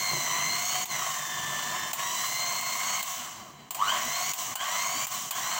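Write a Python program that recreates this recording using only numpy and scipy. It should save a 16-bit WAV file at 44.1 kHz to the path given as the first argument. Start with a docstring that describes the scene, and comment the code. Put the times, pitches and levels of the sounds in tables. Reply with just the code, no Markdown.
"""A hand mixer beats batter on a kitchen counter. Its mains motor whines at the commutator rate and roars
through the plastic housing; the thumb switch clicks through speeds and off, and the motor coasts down and
spins up. The bowl knocks on the counter, tiled walls answer and the kitchen hums faintly.
One microphone hears it all; everything but the clicks dips for a moment around each click."""
import sys
import numpy as np
from scipy import signal
from scipy.fft import rfft, irfft, next_fast_len
from scipy.io import wavfile
from scipy.ndimage import uniform_filter1d, map_coordinates

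SR = 44100
rng = np.random.default_rng(int(sys.argv[2]) if len(sys.argv) > 2 else 0)


def wav_record(signal):
    """Record a signal, one row per channel, as 16-bit PCM in the file named by sys.argv[1]."""
    frames = np.transpose(np.atleast_2d(signal))
    bounded = np.clip(frames, -1, 1)
    # unit amplitude maps onto the largest positive 16-bit level
    quanta = np.round(bounded * 32767).astype(np.int16)
    wavfile.write(sys.argv[1], SR, quanta)


def volts_from_db(level):
    """Convert decibel levels to linear amplitude ratios."""
    exponent = np.asarray(level, float) / 20
    return 10 ** exponent


N = 246509
T = np.arange(N) / SR  # s
BARS = 12  # commutator bars
FULL_RPS = 180  # shaft turns per s at which the motor levels are stated

# presses of the thumb switch: click_s, click_level_db, dip_weight_db (scaled by the curve of the dip)
SWITCH_CLICKS = [(0.857, -20, -7.5), (1.933, -12, -6.5), (2.6113, -18.5, -2.5), (3.028, -15.5, -5.5),
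                 (3.7078, -16.5, -4), (3.7472, -16.5, -1.5), (4.3358, -15.5, -7.5), (4.556, -15, -9),
                 (5.069, -17, -7.5), (5.3096, -12.5, -7)]
# depth of the mains throb on the 1st, 2nd and 3rd harmonic of the whine: depth_ratio
THROB_DEPTHS = [.8, .4, .55]


def unit(x):
    """Scale to rms 1."""
    return x / np.sqrt(np.mean(x ** 2) + 1e-20)


def filtered(x, response):
    """x times a complex response of frequency."""
    m = next_fast_len(N + 8192)
    return irfft(rfft(x, m) * response(np.fft.rfftfreq(m, 1 / SR)), m)[:N]


def shaped(x, spectrum):
    """x coloured by a (Hz, dB) spectrum read on log Hz, at rms 1."""
    hz, db = np.transpose(spectrum)
    return unit(filtered(x, lambda f: volts_from_db(np.interp(np.log(f + 1), np.log(hz), db, -120, -120))))


def coloured(spectrum):
    """Coloured noise of rms 1."""
    return shaped(rng.standard_normal(N), spectrum)


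def wobble(rate):
    """A smooth random curve, rate knots a second."""
    return map_coordinates(rng.standard_normal(int(N * rate / SR) + 4), [T * rate])


def powered():
    """1 while current flows, else 0."""
    # motor switched off: from_s, to_s
    off_spans = [(3.027, 3.707), (4.335, 4.555), (5.067, 5.308)]
    return 1 - sum((T > a) & (T < b) for a, b in off_spans)


def shaft_speed():
    """Under current the rotor lags towards its pull; without, friction brakes it, easing off near a crawl."""
    # speed that switch setting and batter load pull the shaft towards: time_s, turns_per_s
    pull_points = [(0.0, 178.1), (0.12, 163.7), (0.28, 164.9), (0.36, 174.6), (0.68, 188.1), (0.855, 185.9),
                   (0.857, 144.1), (1.932, 149.7), (1.934, 168.6), (2.55, 180.7), (2.72, 173.6),
                   (2.84, 191.7), (3.03, 161.0), (3.74, 76.4), (3.75, 181.2), (4.1, 187.0), (4.33, 204.7),
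                   (4.56, 143.6), (4.62, 191.7), (4.78, 192.0), (5.07, 210.7), (5.31, 193.3), (5.6, 193.7)]
    start_rps, spin_up_s = 178, .16
    brake_rps_per_s, crawl_rps, ease = 315.1, 43.7, 3.8
    t = np.arange(0, N / SR + .002, .001)  # one step a millisecond
    pull = np.interp(t, *np.transpose(pull_points))
    on = np.interp(t, T, powered()) > .5
    speed = [start_rps]
    for goal, driven in zip(pull, on):
        now = speed[-1]
        if driven:
            push = (goal - now) / spin_up_s
        else:
            push = -brake_rps_per_s * np.tanh(now / crawl_rps) ** ease
        speed.append(now + push * t[1])
    return np.interp(T, t, speed[:-1])


def ripple(depth, lag):
    """Torque throbs at twice the mains rate while current flows."""
    mains_hz = 50
    return 1 + depth * powered() * np.cos(4 * np.pi * mains_hz * T - lag)


def housing(f):
    """Causal sum of the resonances of housing and bowl, alternating in sign."""
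    # resonances: centre_hz, width_hz, relative_db
    resonances = [(599, 37, -15), (720.6, 35.7, -2), (965.5, 41, -7), (1047.7, 33.2, 3.5),
                  (1092.3, 39.3, 0), (1155, 32.4, -1), (1272, 21, -17.5), (1370, 16, -53),
                  (2085, 200, -15.5), (2922, 40, -5.5), (3116, 93, -10), (4210, 140, -13), (6920, 140, -12),
                  (7624, 91, -9)]
    return sum((-1) ** k * volts_from_db(db) * 1j * f * width / (centre ** 2 - f * f + 1j * f * width)
               for k, (centre, width, db) in enumerate(resonances))


def rotor_noise(turns, share, drift):
    """Noise of which a share repeats every shaft turn, its pattern drifting by drift patterns a second."""
    spots = 256  # rough spots around the rotor
    pattern = rng.standard_normal((int(N * drift / SR) + 4, spots))
    repeat = map_coordinates(pattern, [T * drift, turns % 1 * spots], mode="grid-wrap")
    share = np.clip(share, 0, 1)
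    return np.sqrt(share) * unit(repeat) + np.sqrt(1 - share) * rng.standard_normal(N)


def commutator_line(k, db, turns, slack):
    """Harmonic k of the bar rate: an eccentric commutator swells it once a turn, bouncing brushes roughen it."""
    swell = 1 + .27 * np.cos(2 * np.pi * turns + wobble(3))
    rough = volts_from_db(1.2 * wobble(20)) * (1 + .2 * wobble(250))
    return volts_from_db(db) * swell * rough * np.sin(k * (2 * np.pi * BARS * turns + slack))


def commutator_whine(speed, turns, slack, coasting, facing_db):
    """Three harmonics, louder or softer as they sweep the resonances of the housing."""
    # whine under current: turns_per_s, first_db, second_db, third_db
    radiation = [(35, -64, -76, -66), (59.4, -44, -56, -65), (83.4, -26, -70, -39), (95.2, -17, -62, -46),
                 (110, -33, -51, -41), (124, -28, -29, -44), (131.7, -37, -29, -47),
                 (145, -42.5, -47.5, -58), (155, -43, -53, -51), (155, -41, -50.5, -50),
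                 (161.7, -41, -45, -39), (173.1, -34.5, -39.5, -38), (172, -39.5, -38.5, -37.5),
                 (175.7, -37.5, -34.5, -40), (179.8, -37.5, -41, -42), (179, -39, -40, -41),
                 (181.5, -40.5, -36.5, -33.5), (198, -39, -47, -31)]
    # each harmonic coasting at full speed, before the housing colours it: level_db
    coast_db = [-41, -36, -42]
    # its fall per halving of speed, one per harmonic: fall_db
    coast_fall_db = [3.5, 9, 11]
    # how much of the facing each harmonic feels under current: ratio
    aims = [.6, 1.7, 1.2]
    ring_share = .55  # how strongly the housing colours the coasting whine
    rps, *radiated = np.transpose(radiation)
    whine = np.zeros(N)
    for i in range(3):
        k = i + 1
        driven_db = np.interp(speed, rps, radiated[i]) + aims[i] * facing_db
        # a coasting rotor is heard mostly where it crosses a housing resonance
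        rung_db = ring_share * 20 * np.log10(np.abs(housing(k * BARS * speed)))
        free_db = coast_db[i] + coast_fall_db[i] * np.log2(speed / FULL_RPS) + rung_db
        db = (1 - coasting) * driven_db + coasting * free_db + 1.4 * wobble(11)
        whine += ripple(THROB_DEPTHS[i], 2.8) * commutator_line(k, db, turns, slack)
    return whine


def gear_rattle(turns):
    """Rough gear noise rings the housing, over a broad motor roar."""
    # roar under the resonances: frequency_hz, relative_db
    roar_spectrum = [(450, -38), (640, 1.5), (2000, 0), (4500, -9), (6000, -30)]
    teeth = rotor_noise(turns, share=0.21, drift=2.962) * volts_from_db(2.2 * wobble(300)) * ripple(.19, 3.9)
    return unit(filtered(teeth, housing)) + volts_from_db(-6) * shaped(teeth, roar_spectrum)


def fan_and_brushes(turns, slack):
    """Air and brush hiss, with thin upper lines of the commutator in it."""
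    # hiss of fan air and brushes: frequency_hz, relative_db
    hiss_spectrum = [(2650, -6), (4500, -13.5), (4600, -8.5), (5220, -9.5), (5830, 0), (6310, 0),
                     (7750, -3), (8710, -11), (10000, -18), (11300, -14), (12900, -15.5), (13600, -21),
                     (14900, -3.5), (15900, -4)]
    # higher harmonics, before current and hiss spectrum scale them: multiple, level_db
    overtones = [(4, -14), (5, -20), (6, -13)]
    mesh = (31 / BARS, -22.5)  # a faint tone at 31 cycles per shaft turn, perhaps gear teeth
    lines = sum(commutator_line(k, db, turns, slack) for k, db in overtones + [mesh])
    # sparking edges sharpen the whine under current
    thin = (0.3 + 0.59 * powered()) * ripple(THROB_DEPTHS[2], 2.8) * lines
    air = rotor_noise(turns, share=0.22, drift=3.99) * ripple(0.03, 2.5)
    return shaped(air + thin, hiss_spectrum) * volts_from_db(0.33 * wobble(400))


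def motor():
    """Commutator whine, gear rattle in the housing, rumble and hiss, all following the shaft."""
    # how squarely the vents face the microphone as the hand moves: time_s, facing_db
    facing = [(0, 3), (.1, 2), (.3, 1.5), (.5, 2.5), (.7, -1), (.85, -1.5), (1, 2), (1.2, 3), (1.6, 4),
              (2, 1), (2.25, -0.5), (2.5, 1), (2.7, -1), (3, -1.5), (3.5, -1.5), (3.9, 1), (4.15, -1),
              (4.3, -2), (4.7, 0), (5.05, -1.5), (5.3, 3), (5.59, -1.5)]
    # rumble through bowl and counter: frequency_hz, relative_db
    rumble_spectrum = [(30, -36), (60, -18), (88, -17.5), (100, -13.5), (150, 2.5), (180, -11), (199, 6.5),
                       (220, -14), (240, -2.5), (260, -11.5), (400, -9), (520, -13), (600, -76)]
    # each layer: full_speed_db, db_per_doubling_of_speed, hard_acceleration_db, without_current_db (last two added)
    rattle_layer = (-35, 10, 7, 0)
    air_layer = (-35, 11, 4.5, 1.9)
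    rumble_layer = (-52.5, 0.3, -3, -2.5)
    # the field builds and collapses gently, which rounds the corners of the speed
    speed = uniform_filter1d(shaft_speed(), size=SR // 40)
    turns = np.cumsum(speed) / SR + 0.002 * wobble(40)
    facing_db = np.interp(T, *np.transpose(facing))
    gaining = np.clip(np.gradient(speed) * SR / 400, 0, 1)  # 1 from 400 turns per s per s
    coasting = uniform_filter1d(1. - powered(), size=SR // 50)
    # the gears chatter when coasting or gaining speed, and the upper lines blur
    slack = (.6 * coasting + .3 * gaining) * wobble(200)

    def level(full_db, slope_db, strain_db, off_db):
        return full_db + slope_db * np.log2(speed / FULL_RPS) + strain_db * gaining + off_db * coasting

    rattle_db = level(*rattle_layer) + 0.2 * facing_db + 1.4 * wobble(12)
    hiss_db = level(*air_layer) + .1 * facing_db + 1.0 * wobble(6.5)
    rumble_db = level(*rumble_layer) + 0.63 * facing_db + 2.47 * wobble(6)
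    # the fan's air flow cannot change abruptly
    hiss_db = uniform_filter1d(hiss_db, size=SR // 16)
    # the beaters pass the bowl wall once every six shaft turns
    beat = 1 + .09 * np.cos(2 * np.pi * turns / 6)
    whine = commutator_whine(speed, turns, slack, coasting, facing_db)
    rumble = volts_from_db(rumble_db) * coloured(rumble_spectrum)
    rattle = volts_from_db(rattle_db) * gear_rattle(turns)
    hiss = volts_from_db(hiss_db) * fan_and_brushes(turns, slack)
    return whine + rumble + beat * (rattle + hiss)


def room(x):
    """Tiled walls answer with a dense tail whose treble dies first."""
    t = np.arange(SR // 2) / SR
    slow, fast = rng.standard_normal((2, len(t)))
    tail = uniform_filter1d(slow, size=5) * volts_from_db(-60 * t / 0.68) + 0.78 * fast * volts_from_db(-60 * t / 0.28)
    tail = np.pad(tail / np.linalg.norm(tail), (SR // 200, 0))  # the walls answer 5 ms late
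    return signal.fftconvolve(x, tail)[:N]


def kitchen():
    """Room noise and slightly unsteady appliance whine."""
    # room noise: frequency_hz, relative_db
    room_spectrum = [(18, -59), (30, -26), (100, -4), (209, -17), (245, 6.5), (265, -24), (302, -2.5),
                     (436, -21), (718, -5.5), (3560, -78), (3850, -22), (4510, -15.5), (15900, -49)]
    # appliance whine, its level wavering: pitch_hz, mean_level_db
    appliance_tones = [(3995, -62.5)]
    tones = sum(volts_from_db(db + 5.1 * wobble(11)) * np.sin(2 * np.pi * hz * T + 0.23 * wobble(7.5))
                for hz, db in appliance_tones)
    noise_db = -61.0 + 1.6 * wobble(4.11) + 6.3 * wobble(30)
    return volts_from_db(noise_db) * coloured(room_spectrum) + tones


def knocks():
    """The bowl knocks on the counter: decaying modes, the high ones a short crack, the low ones a longer thud."""
    # knocks: start_s, level_db
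    knock_times = [(0.113, -24), (.131, -17), (0.167, -21.5)]
    # modes of the plastic bowl: pitch_hz, relative_db, t60_s
    bowl_modes = [(147, -12, 0.098), (372, -7.5, 0.029), (624, 2.5, 0.014), (1032, 1, 0.021)]
    out = np.zeros(N)
    for s, db in knock_times:
        t = np.maximum(T - s, 0)
        modes = sum(volts_from_db(mode_db - 60 * t / t60) * np.sin(2 * np.pi * hz * t) for hz, mode_db, t60 in bowl_modes)
        out += volts_from_db(db) * (1 - np.exp(-t / 0.0026)) * modes
    return out


def dips():
    """The level drops just ahead of each click, holds, and slides back."""
    edges = [-.017, -.009, -.001, .004, .03, .055]  # s around the click
    weights = [0.0091, 1.43, 1.9, 1.76, 1.2, 0.038]
    return volts_from_db(sum(dip_db * np.interp(T - s, edges, weights) for s, _, dip_db in SWITCH_CLICKS))


def switch():
    """Each click is a bright snap, a weaker, longer room tail and a ring of the housing."""
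    # switch snap: frequency_hz, relative_db
    snap_spectrum = [(240, -65), (400, -54), (734, 10.5), (1100, 7.5), (1410, -2), (3030, 5), (5730, -2.5),
                     (7230, 10.5), (12300, -8), (15300, 15), (16500, -32)]
    snap, tail = coloured(snap_spectrum), coloured(snap_spectrum)
    body = unit(filtered(rng.standard_normal(N), housing))
    out = np.zeros(N)
    for s, db, _ in SWITCH_CLICKS:
        t = np.maximum(T - s + 0.0013, 0)
        rise = 1 - np.exp(-t / .0006)
        out += volts_from_db(db - 10) * rise * (volts_from_db(-60 * t / 0.044) * snap + volts_from_db(-12.5 - 60 * t / 0.28) * tail)
        out += volts_from_db(db - 27.5 - 60 * t / 0.31) * rise * body
    return out


def scene():
    """Everything reaches one microphone, heard alike on both channels."""
    mixer = motor() + knocks()
    wet_db = -9
    mono = dips() * (mixer + volts_from_db(wet_db) * room(mixer) + kitchen()) + switch()
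    return np.array([mono, mono])


def low_pass(x):
    """Removes everything above the highest recorded frequency."""
    return signal.sosfilt(signal.butter(12, 17120, fs=SR, output="sos"), x)


def record(dry):
    """The finished mix, as it is kept."""
    return low_pass(dry)


dry = scene()
out = record(dry)
wav_record(out)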